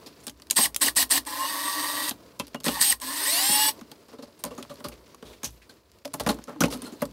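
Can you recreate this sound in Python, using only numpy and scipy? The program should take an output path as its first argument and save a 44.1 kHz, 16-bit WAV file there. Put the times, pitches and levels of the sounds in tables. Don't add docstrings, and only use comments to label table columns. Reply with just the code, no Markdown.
import sys
import numpy as np
from scipy import signal
from scipy.fft import rfft, irfft, next_fast_len
from scipy.io import wavfile
from scipy.ndimage import uniform_filter1d

SR = 44100
rng = np.random.default_rng(int(sys.argv[2]) if len(sys.argv) > 2 else 0)


def transcribe(signal):
    frames = np.atleast_2d(signal).T
    limited = np.clip(frames, -1, 1)
    pcm = np.round(limited * 32767).astype(np.int16)
    wavfile.write(sys.argv[1], SR, pcm)


def volts(x):
    e = np.asarray(x, float) / 20
    return 10 ** e


N = 313992


def unit(x):
    return x / np.sqrt(np.mean(x ** 2) + 1e-20)


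def along(points, hz):
    f, v = np.transpose(points)
    return np.interp(np.log(hz + 1), np.log(f + 1), v)


def curves(rows, outside=None):
    s, *cols = np.transpose(rows)
    return [np.interp(np.arange(N) / SR, s, c, outside, outside) for c in cols]


def wobble(rate):
    knots = rng.standard_normal(int(N * rate / SR) + 4)
    return np.interp(np.arange(N) * rate / SR, np.arange(len(knots)), knots)


def filtered(x, response):
    m = next_fast_len(len(x) + 8192)
    return irfft(rfft(x, m) * response(np.fft.rfftfreq(m, 1 / SR)), m)[:len(x)]


def noise(spectrum):
    return unit(filtered(rng.standard_normal(N), lambda hz: volts(along(spectrum, hz))))


def resonances(modes):
    def response(f):
        total = 0
        for k, (c, width, db) in enumerate(modes):
            total = total + (-1) ** k * volts(db) * 1j * f * width / (c * c - f * f + 1j * f * width)
        return total
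    return response


# time_s, speed_hz
SLOW_RUN = [
    (1.26, 169),
    (1.31, 167),
    (1.42, 179.5),
    (1.455, 179),
    (1.49, 186),
    (1.6, 187.6),
    (1.63, 192),
    (1.82, 190.6),
    (2.11, 194.5),
]
# time_s, speed_hz
FAST_RUN = [
    (3.0, 165),
    (3.15, 186),
    (3.172, 226),
    (3.25, 273),
    (3.278, 372),
    (3.335, 437),
    (3.415, 504),
    (3.51, 550),
    (3.72, 577),
]
# start_s, brake_s, top_speed_hz, gear_noise_db, low_rattle_db
PULLS = [
    (0.557, .645, 528, -22.5, -36),
    (0.806, 0.871, 510, -23.5, -32.5),
    (0.957, 1.015, 492.2, -22.5, -37.5),
    (1.099, 1.166, 507.6, -23, -34),
    (2.641, 2.785, 190, -33, -38.5),
    (2.802, 2.912, 534.2, -22.5, -52.5),
]
FULL_PULLS = [row for row in PULLS if row[2] > 300]


def motor_speed():
    spin_s, spin_bend = 0.025, 2.4
    brake_s, ease_s = 0.041, 0.013
    t = np.arange(N) / SR
    speeds = np.array([curves(SLOW_RUN, 0)[0], curves(FAST_RUN, 0)[0], np.zeros(N)])
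    for start, brake, top_hz, *_ in PULLS:
        row = 2 if top_hz > 300 else 0
        rise = 1 - np.exp(-(np.clip(t - start, 0, 1) / spin_s) ** (spin_bend if row else 1))
        fall = 1 - np.clip((t - brake + ease_s) / brake_s, 0, 1) ** 2.2
        speeds[row] += top_hz * rise * fall
    return speeds


COAST_S = 0.013
# start_s, brake_s, gear_noise_db, low_rattle_db
RUNS = [
    (1.257, 2.075, -29.5, -32.5),
    (3.006, 3.679, -28.5, -32),
]


def effort(hz):
    attack_s, attack_db = 0.011, 21
    kick_db, kick_s = 5.5, 0.048
    squeeze_db, squeeze_s = 5.5, 0.15
    bite_db, bite_s, fall_db_per_s = 4, 0.0035, 744.5
    gear_db_per_oct, rattle_db_per_oct = 5.5, -0.5
    easy_hz, full_hz = 190, 441
    t, gear, low = np.arange(N) / SR, np.zeros(N), np.zeros(N)
    octaves = np.log2(np.clip(hz, 100, full_hz) / easy_hz)
    for rows, long in ((PULLS, False), (RUNS, True)):
        for start, brake, *_, gear_db, rattle_db in rows:
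            age, after = np.clip(t - start, 0, None), t - brake - COAST_S
            db = -attack_db * np.clip(1 - age / attack_s, 0, 1) - fall_db_per_s * np.clip(after, 0, None)
            db += bite_db * (1 - 0.44 * long) * np.exp(-(after / bite_s) ** 2)
            db += -squeeze_db * np.exp(-age / squeeze_s) if long else kick_db * np.exp(-age / kick_s)
            gear += (t > start) * volts(gear_db + db + long * gear_db_per_oct * octaves)
            low += (t > start) * volts(rattle_db + db + long * rattle_db_per_oct * octaves)
    return gear, low


MULTIPLES = [1.525, 3, 4, 5.055, 6, 7, 8, 9.75, 10, 12.85, 14, 16, 18.7, 20, 22, 22.6, 24.55, 32, 34, 44,
             46, 48, 50, 36, 38, 40]
# slow_burst_db, fast_burst_db, short_pull_db
ORDERS_DB = [(-20, 8.5, -1), (-1.5, -7, -31.5), (-26, -9.5, -29.5), (2, 0, -20), (4.5, 4, -14),
             (-11.5, -16, -22), (-15, -4.5, -26), (-11.5, 1, -29.5), (-10, -7.5, -23.5), (-32, -37, -9),
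             (-5, -1.5, -22), (-4.5, -4.5, -6.5), (-5.5, -27.5, -38), (-9, -2.5, -18.5), (-20, -6.5, -18),
             (-25.5, -44, -13), (-10.5, -3, -21.5), (-31.5, -3, -6.5), (-9.5, -6, -28.5), (-12.5, -10, -14),
             (-23.5, -4.5, -30), (-23.5, -4.5, -20.5), (-17, -11.5, -23.5), (-23, -8, -24.5),
             (-26, -5, -25), (-25, -8, -25.5)]
PATCHY_DB = (3.5, 2.5, 3)
# time_s, commutator_line_db
LOAD = [
    (1.27, -7),
    (1.35, 5.5),
    (1.45, 2.5),
    (1.475, -5),
    (1.56, 5.5),
    (1.62, -2),
    (1.69, 3),
    (1.825, 2),
    (1.87, -3),
]


def shaft_lines(speeds, turns):
    hz, kind = speeds.max(axis=0), speeds.argmax(axis=0)
    t, lines, on = np.arange(N) / SR, np.zeros(N), hz > 0
    patchy, load = np.take(PATCHY_DB, kind[on]), curves(LOAD, 0)[0][on]
    change = np.gradient(speeds[2]) * SR
    braking_db = 14 * np.clip(-change[on] / 15000, 0, 1)
    torque_db = 12.5 * np.clip(np.abs(change[on]) / 12000, 0, 1)
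    for k, levels in zip(MULTIPLES, ORDERS_DB):
        db = np.take(levels, kind[on]) + patchy * wobble(70 if k > 11 else 35)[on]
        db += torque_db + load if k == 6 else -braking_db
        lines[on] += volts(db) * (k * hz[on] < SR / 2.7) * np.sin(2 * np.pi * k * turns[on])
    lines *= np.clip(hz / 60, 0, 1) * (1 + 0.55 * np.exp(-hz / 350) * wobble(160))
    lines *= np.where(kind == 1, volts(2.0 - 8.44 * (1.5 - hz / 570)), 1)
    surge = 1 + np.clip(np.abs(change) / 12000, 0, 1)
    lines *= np.where(kind == 2, surge ** 0.6 * volts(-8 * np.clip(1 - hz / 300, 0, 1)), 1)
    lines *= volts(10.5 * sum(np.exp(-((t - row[1] + 0.0049) / 0.0084) ** 2) for row in FULL_PULLS))
    late = sum(np.clip(t - row[1] - COAST_S, 0, 0.1) * (t < row[1] + 0.2) for row in RUNS)
    return lines * volts(-500 * late)


# pitch_hz, width_hz, level_db
SQUEAL = [(8490, 540, 0)]


def climb_ring(speeds):
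    t = np.arange(N) / SR
    gain = np.gradient(uniform_filter1d(speeds[:2].max(axis=0), size=900, origin=440)) * SR
    climbing = np.clip((gain - 1000) / 9000, 0, 1) ** 0.54
    early = sum(np.exp(-((t - row[0] - 0.013) / 0.017) ** 2) for row in FULL_PULLS)
    return unit(filtered(rng.standard_normal(N), resonances(SQUEAL))) * (climbing + 0.96 * early)


# pitch_hz, width_hz, level_db
HOUSING = [(255.8, 14, 6.5), (549, 51, 0), (927, 129, 3.5), (1050, 92, 9), (1891, 124, 15.5),
           (2876, 100, 10), (3920, 520, 10.5), (4750, 640, 12), (8600, 790, 19.5), (11800, 1100, 8.5),
           (13270, 850, 10.5)]
# pitch_hz, level_db (per Hz)
GEARS = [(1350, -17), (2300, 0.5), (4710, 9), (7290, -2.5), (8250, 1), (12600, 6), (15700, -1.5),
         (16100, -8.5), (16500, -48)]
# pitch_hz, level_db (per Hz)
RATTLE = [(120, -61), (200, -49), (289, -3), (422, -33.5), (573, -9.5), (740, -20.5), (975, -3), (1170, -8),
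          (1350, -21.5), (1870, -6.5), (2300, -22), (2990, -69.5), (5060, -120)]


def drill():
    speeds = motor_speed()
    hz = speeds.max(axis=0)
    gear, low = effort(hz)
    turns = np.cumsum(hz + 1.476 * wobble(90) * (hz > 0)) / SR
    lines = shaft_lines(speeds, turns)
    surge = 1 + np.clip(np.abs(np.gradient(speeds[2])) * SR / 12000, 0, 1)
    brushes = surge * noise([(100, 1.5), (16000, -18.0)])
    ring = resonances(HOUSING)

    def shell(f):
        return (0.3 + ring(f)) * f / (f - 1j * 220)

    whine = filtered(volts(-15.0) * gear * lines + volts(-19.0) * gear * brushes, shell)
    mesh = noise(GEARS) * (1 + 0.41 * np.sin(2 * np.pi * turns)) * volts(0.71 * wobble(90))
    rattle = noise(RATTLE) * volts(2.7 * wobble(70))
    return whine + gear * climb_ring(speeds) + volts(-4.5) * gear * mesh + volts(-5.0) * low * rattle


# start_s, peak_db, weight_db, ring_hz
BIT = [(0.2681, -18, -9.5, 8600), (0.2802, -21, -11, 3920), (0.296, -23, -17, 6330),
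       (0.3995, -35, -4.5, 2380), (0.4201, -30, -7, 4480), (0.4695, -35, -9, 4500), (.3755, -45, -15, 5360),
       (.435, -48, -16, 9000), (.519, -30, -15, 7000), (.529, -27, -11, 5000), (0.5008, -15.5, -26, 4980),
       (.5092, -11, -21.5, 7180), (.5098, -3, -66, 9060), (.7624, -6.5, -62, 9900),
       (0.587, -34.5, 20.5, 3980), (0.7455, -18, -21, 5360), (0.7629, -11.5, -42, 9770),
       (.84, -41, 18, 4000), (.865, -42, 17.5, 4000), (2.0932, -11.5, -27, 11950),
       (2.1099, -20, -3.5, 3555), (2.393, -29, -22, 8000), (2.3975, -15, -5.5, 2860),
       (2.469, -33.5, -13, 6000), (2.481, -35, -8, 5550), (2.5453, -24, 6, 2660), (2.558, -36, -13, 5000),
       (2.608, -36, -6, 5930), (2.6025, -29, -7, 3314), (2.6428, -15.5, -12, 8600),
       (2.6634, -15, 1.5, 4930), (2.6821, -11.5, -5.5, 3100), (3.491, -27.5, -1, 5205),
       (3.812, -32.5, 3, 2936), (3.916, -28, -3, 4540)]
# start_s, peak_db, weight_db, ring_hz
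KEY = [(4.4386, -15, -38, 13400), (4.438, -22.5, 1, 6800), (4.627, -23, -11, 3240),
       (4.804, -39, 12.5, 3580), (4.885, -26.5, -2, 11800), (5.1465, -35, -2.5, 6260),
       (5.226, -35, 9, 3500), (4.5515, -39, -10, 6670), (4.7415, -39, -15, 11000), (4.757, -38, -5, 4500),
       (4.8, -40, -10, 6000), (4.94, -43, -4, 7000), (5.06, -47, -3, 5930), (5.079, -45, 4, 4890),
       (5.092, -46, 3, 6000), (5.507, -40, -20, 6000), (5.74, -46, -15, 6000), (5.987, -41, -14, 5000),
       (4.117, -47, 7, 4500), (4.45, -23.5, -8, 8900), (5.4326, -21.5, -3.5, 6500), (5.917, -41, -22, 5000)]
# start_s, peak_db, weight_db, ring_hz
SPINDLE = [(6.049, -28.5, 1, 2790), (6.054, -23.5, -5, 5000), (6.077, -34, 1.5, 5360),
           (6.139, -20, 1.5, 11800), (6.1982, -17.5, 1, 4360), (6.2638, -19.5, 10.5, 2280),
           (6.2895, -12.5, 2, 4220), (6.387, -37, 9.5, 1990), (6.273, -19, -12, 9100),
           (6.303, -23, -8, 9200), (6.314, -28, -9, 6000), (6.3446, -34, -13, 12000), (6.474, -40, 3, 5000),
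           (6.495, -43, -5, 5000), (6.683, -31, 0, 6000), (6.829, -40, -5, 9000), (7.0006, -48, -5, 3420),
           (7.008, -35, -3, 4240), (6.135, -34, 0, 9050), (6.205, -22.5, -8, 9000), (6.235, -34, -4, 9000),
           (6.44, -30, -13, 6060), (6.56, -53, 19, 3470), (6.606, -10.5, -0.5, 6020),
           (6.656, -25, -5, 6000), (7.112, -41, -5, 5000), (6.619, -19.5, 1, 1850),
           (6.6367, -11.5, -2.5, 2530), (6.758, -44, -20, 8500), (6.774, -33, -22, 8600),
           (6.8197, -25.5, -6, 9000), (7.0188, -23.5, 11, 11800), (7.0537, -27.5, -4, 8000)]
# start_s, peak_db, weight_db, ring_hz
SCRAPES = [(0.061, -33, -8, 4750), (2.467, -43, -8, 4970), (4.0821, -45, 0.5, 4770),
           (4.1288, -46.5, 6.5, 4560), (4.184, -45.5, 6.5, 4130), (4.2228, -38, 1, 4700),
           (4.274, -50, 3, 4600), (4.3905, -42.5, -6, 9100), (4.458, -35, 2, 4650), (4.506, -40, 3, 2760),
           (4.577, -36, 4, 6600), (4.6952, -36.5, 1, 3700), (4.8414, -27, -0.5, 4590),
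           (4.9165, -38.5, -5, 2440), (4.712, -48, 0, 4420), (5.328, -42.5, -17, 2290),
           (5.4419, -18, -20, 6060), (5.6171, -43.5, -19, 2090), (5.6925, -40, -7.5, 4190),
           (6.3114, -35.5, -26, 2040), (6.4784, -47.5, 18, 1970), (6.702, -30, -3.5, 5330),
           (6.723, -27, -3.5, 4420), (6.712, -35, -15, 10000), (6.733, -37, -13, 10000),
           (6.84, -40, -2, 7960), (6.863, -40.5, -4, 9000), (.2, -48, -8, 7000), (.235, -42, -12, 8950),
           (6.9206, -41.5, -2, 7060)]
# start_s, peak_db, weight_db, ring_hz
SLIDES = [
    (5.25, -42, -10, 3580),
    (5.5, -54, -25, 13000),
    (6.33, -55, 6, 4130),
    (6.49, -62.5, 22.5, 1400),
    (6.74, -60, 10, 4000),
    (6.82, -43.5, -1.5, 3220),
    (6.93, -69, 0, 3080),
]
# pitch_hz, level_db (per Hz)
TICK = [(880, -24), (1500, -6.5), (3280, 3), (7250, -2), (9690, -3), (10600, -2), (15200, -10.5),
        (16800, -21)]
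# pitch_hz, width_hz, level_db
PLATES = [(668, 110, -2), (843, 47, 2), (1030, 280, -2), (1343, 474, 0.5), (1560, 790, -4.5)]
# pitch_hz, width_hz, level_db
FRAME = [(147.8, 19.5, 2.5), (260, 64, 9.5), (307.5, 163, 2.5), (450, 60, 2.5), (583, 34, 0)]


def clatter():
    bright, clack, thud = np.zeros((3, N + 8192))
    t, push = np.arange(8192) / SR, rng.standard_normal((2, N + 8192))
    whole = np.resize(noise(TICK), N + 8192)
    treble = filtered(whole, lambda hz: 1 / (1 + (6500 / (hz + 1)) ** 3.3))
    rough = np.resize(wobble(1500), N + 8192)
    clicks = [(start - 0.0052, -29, -25.5, 8600) for start, *_ in PULLS + RUNS]
    for rows, swell_s in ((BIT + KEY + SPINDLE + clicks, 0), (SCRAPES, 0.005), (SLIDES, 0.018)):
        for s, db, weight_db, ring_hz in rows:
            at = slice(round(s * SR), round(s * SR) + 8192)
            tilt = np.log2(ring_hz / 5000)
            tick = (whole[at] - treble[at]) * volts(-6 * max(tilt, 0)) + volts(5.5 * tilt) * treble[at]
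            life_s = 0.16 * volts(0.4942 * db + 0.3 * weight_db)

            def fade(share):
                if not swell_s:
                    return (1 - np.exp(-t / 0.00023)) * volts(-60 * t / (share * life_s))
                age = t / swell_s
                return (age * np.exp(1 - age)) ** 0.44 * volts(0.18 * rough[at])

            if swell_s:
                swell_s = np.clip(swell_s, 0.003, 0.035)
            else:
                crack = volts(-60 * t / 0.0021) * tick
                bright[at] += volts(db - 4.0) * crack / np.abs(crack).max()
            ring = np.sin(2 * np.pi * ring_hz * t) * rough[at]
            bright[at] += volts(db - 13.5) * fade(0.96) * (tick + volts(4) * ring)
            clack[at] += volts(db + weight_db + 6) * fade(1.0) * push[0, at]
            thud[at] += volts(db + weight_db + 9.0) * fade(0.99) * push[1, at]
    return bright[:N] + filtered(clack[:N], resonances(PLATES)) + filtered(thud[:N], resonances(FRAME))


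# start_s, level_db, pitch_hz, t60_s
KNOCKS = [(.585, -24, 260, 0.076), (0.587, -9, 1004, 0.024), (2.397, -30, 577, 0.043),
          (2.397, -22.5, 1000, 0.054), (2.399, -29, 2650, 0.067), (2.399, -30, 3160, .06),
          (2.4, -28.5, 190, 0.085), (2.559, -36, 2860, 0.068), (6.27, -24, 458, .1),
          (3.497, -27, 240, 0.13), (4.138, -40, 458, 0.14), (4.192, -35, 472, 0.11), (4.233, -44, 503, .08),
          (4.444, -34, 987, 0.11), (4.455, -33.5, 574, 0.14), (4.511, -36.5, 476, 0.2),
          (4.513, -38, 1125, 0.079), (4.584, -38, 1194, 0.05), (4.59, -31, 384, 0.056),
          (4.705, -37, 576, 0.12), (4.712, -34, 1170, 0.053), (4.85, -29, 1170, .06),
          (4.852, -35, 274, 0.17), (5.145, -30, 1120, 0.015), (3.815, -29, 250, 0.072),
          (5.695, -42.5, 1550, 0.046), (2.77, -22, 910, 0.036), (.512, -32.5, 1013, 0.042),
          (5.227, -28, 450, 0.046), (6.479, -35, 1333, 0.084), (6.56, -33.5, 294, 0.28),
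          (6.055, -27, 595, .1), (6.268, -20, 220, 0.14), (6.292, -14.5, 217, 0.064),
          (6.293, -25, 1063, 0.091), (6.619, -18.5, 167, 0.16), (6.618, -8.5, 1430, 0.021),
          (6.637, -20.5, 575, 0.12), (6.644, -22.5, 243, 0.17), (6.68, -26, 895, 0.047),
          (6.745, -34, 1280, 0.059), (6.746, -29.5, 254, 0.24), (6.83, -48, 1280, 0.043),
          (6.828, -34, 257, 0.21), (6.862, -43, 1390, 0.14), (6.924, -30.5, 298, 0.096),
          (7.02, -22, 597, 0.083)]


def knocks():
    out, t = np.zeros(N + 8192), np.arange(8192) / SR
    drift = np.resize(wobble(120), N + 8192)
    for s, db, hz, t60 in KNOCKS:
        at = slice(round(s * SR), round(s * SR) + 8192)
        tone = np.sin(2 * np.pi * hz * t + 1.18 * drift[at])
        out[at] += volts(db - 60 * t / t60) * (1 - np.exp(-t / 0.002)) * tone
    return out[:N]


# time_s, pressure_db
SINK = [
    (6.64, -44),
    (6.73, -48),
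    (6.78, -56),
    (6.84, -42),
    (6.88, -38),
    (6.91, -49),
    (6.95, -54),
    (6.99, -56),
    (7.015, -40),
]
# pitch_hz, width_hz, level_db
SLEEVE = [(1280, 73, -8), (2120, 83, -16), (2600, 35, -9), (3040, 150, -6), (3650, 130, -8), (4200, 140, 5),
          (5170, 48, -3)]


def sleeve():
    grains = (rng.random(N) < 1800 / SR) * rng.standard_normal(N) * volts(3 * wobble(60))
    return volts(curves(SINK, -200)[0] - 11) * unit(filtered(grains, resonances(SLEEVE)))


# start_s, level_db
SHOVES = [(.29, -29), (1.351, -36), (2.131, -39), (2.41, -32), (2.68, -22.5), (3.49, -28.5), (4.44, -29),
          (4.861, -23), (5.239, -28), (5.458, -21), (6.2, -18), (6.27, -20), (6.622, -15.5), (7.03, -23)]
# pitch_hz, width_hz, level_db
BENCH = [(57.9, 9.2, -0.8), (117, 29, -1.7)]


def bench():
    shove_s, brake_shove_db = 0.0046, -26.5
    shoves, t = np.zeros(N), np.arange(2048) / SR
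    for s, db in SHOVES + [(row[1], brake_shove_db) for row in FULL_PULLS]:
        shoves[round(s * SR)] += volts(db)
    push = signal.fftconvolve(shoves, t / shove_s * np.exp(1 - t / shove_s))[:N]
    rock = resonances(BENCH)
    return filtered(push, lambda hz: rock(hz) ** 2)


# time_s, level_db
HANDLING = [(0.0, -51.5), (.358, -62), (.7, -59), (2.14, -53), (2.484, -59), (2.63, -62), (3.74, -53.5),
            (4.21, -60), (4.75, -52), (5.01, -57.5), (5.21, -61.5), (5.24, -52), (5.52, -59), (6.03, -66.5),
            (6.26, -47.5), (6.59, -59.5), (6.76, -47.5), (7.12, -58.5)]
# pitch_hz, level_db (per Hz)
RUB = [(760, -21), (1300, -11), (2480, -11), (3200, -12), (4690, -9), (7500, -19), (9750, -60.5),
       (16500, -120)]
HISS = [(6000, -27.5), (7500, -6.5), (16000, -8), (17000, -31)]
BODY = [(53, -62), (90, -7), (259, -1.5), (316, 0), (460, 0), (706, -7), (765, -18.5), (973, -7),
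        (2200, -31), (2860, -64), (4840, -120)]
RUMBLE = [(13, -61), (24, -26.5), (48, -6.5), (65, 11.5), (91, 3), (120, 7), (160, -40), (260, -120)]
# pitch_hz, width_hz, level_db
GRIT = [(1100, 700, 1.5), (2510, 830, 0.5), (4600, 1100, -4.5)]


def handling():
    body_db, = curves(HANDLING)
    rub_db = -63 + 0.77 * (body_db + 56.5)
    grip = wobble(25)
    rub = volts(rub_db + 1.8 * grip + 3.3 * wobble(140)) * noise(RUB)
    hiss = volts(rub_db - 5.5 + 2.1 * grip) * noise(HISS)
    body = volts(body_db + 3.1 * grip + 0.67 * wobble(32)) * noise(BODY)
    taps = (rng.random(N) < 150 / SR) * volts(3.5 * rng.exponential(size=N))
    chatter = volts(body_db - 14.5) * unit(filtered(taps, resonances(PLATES)))
    grains = (rng.random(N) < 600 / SR) * rng.standard_normal(N) * volts(3.7 * wobble(30))
    grit = volts(body_db - 18.5) * unit(filtered(grains, resonances(GRIT)))
    return rub + hiss + body + chatter + grit + volts(-66.5) * noise(RUMBLE)


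# pitch_hz, t60_s
WALLS = [(200, 0.33), (700, 0.19), (2000, 0.072), (12000, 0.11)]


def room(x):
    hz, t, z = signal.stft(rng.standard_normal(SR // 4), SR, nperseg=256)
    tail = signal.istft(z * volts(-60 * t / along(WALLS, hz)[:, None]), SR, nperseg=256)[1]
    delayed = np.pad(x, (150, 0))
    return signal.fftconvolve(delayed, tail / np.linalg.norm(tail))[:N]


def scene():
    tool, parts = drill(), clatter() + bench()
    mono = tool + parts + knocks() + sleeve() + handling()
    mono = mono + volts(-12.5) * room(tool) + volts(-13.5) * room(parts)
    return np.array([mono, mono])


def top_cut(x):
    return signal.sosfilt(signal.butter(12, 17010, fs=SR, output="sos"), x)


# pitch_hz, level_db
TOP = [(15700, 0), (16000, -18), (16600, -24), (16900, -60), (17200, -90)]


def record(dry):
    dull = np.tile(filtered(dry[0], lambda hz: volts(along(TOP, hz))), (2, 1))
    return top_cut(dull)


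dry = scene()
out = record(dry)
transcribe(out)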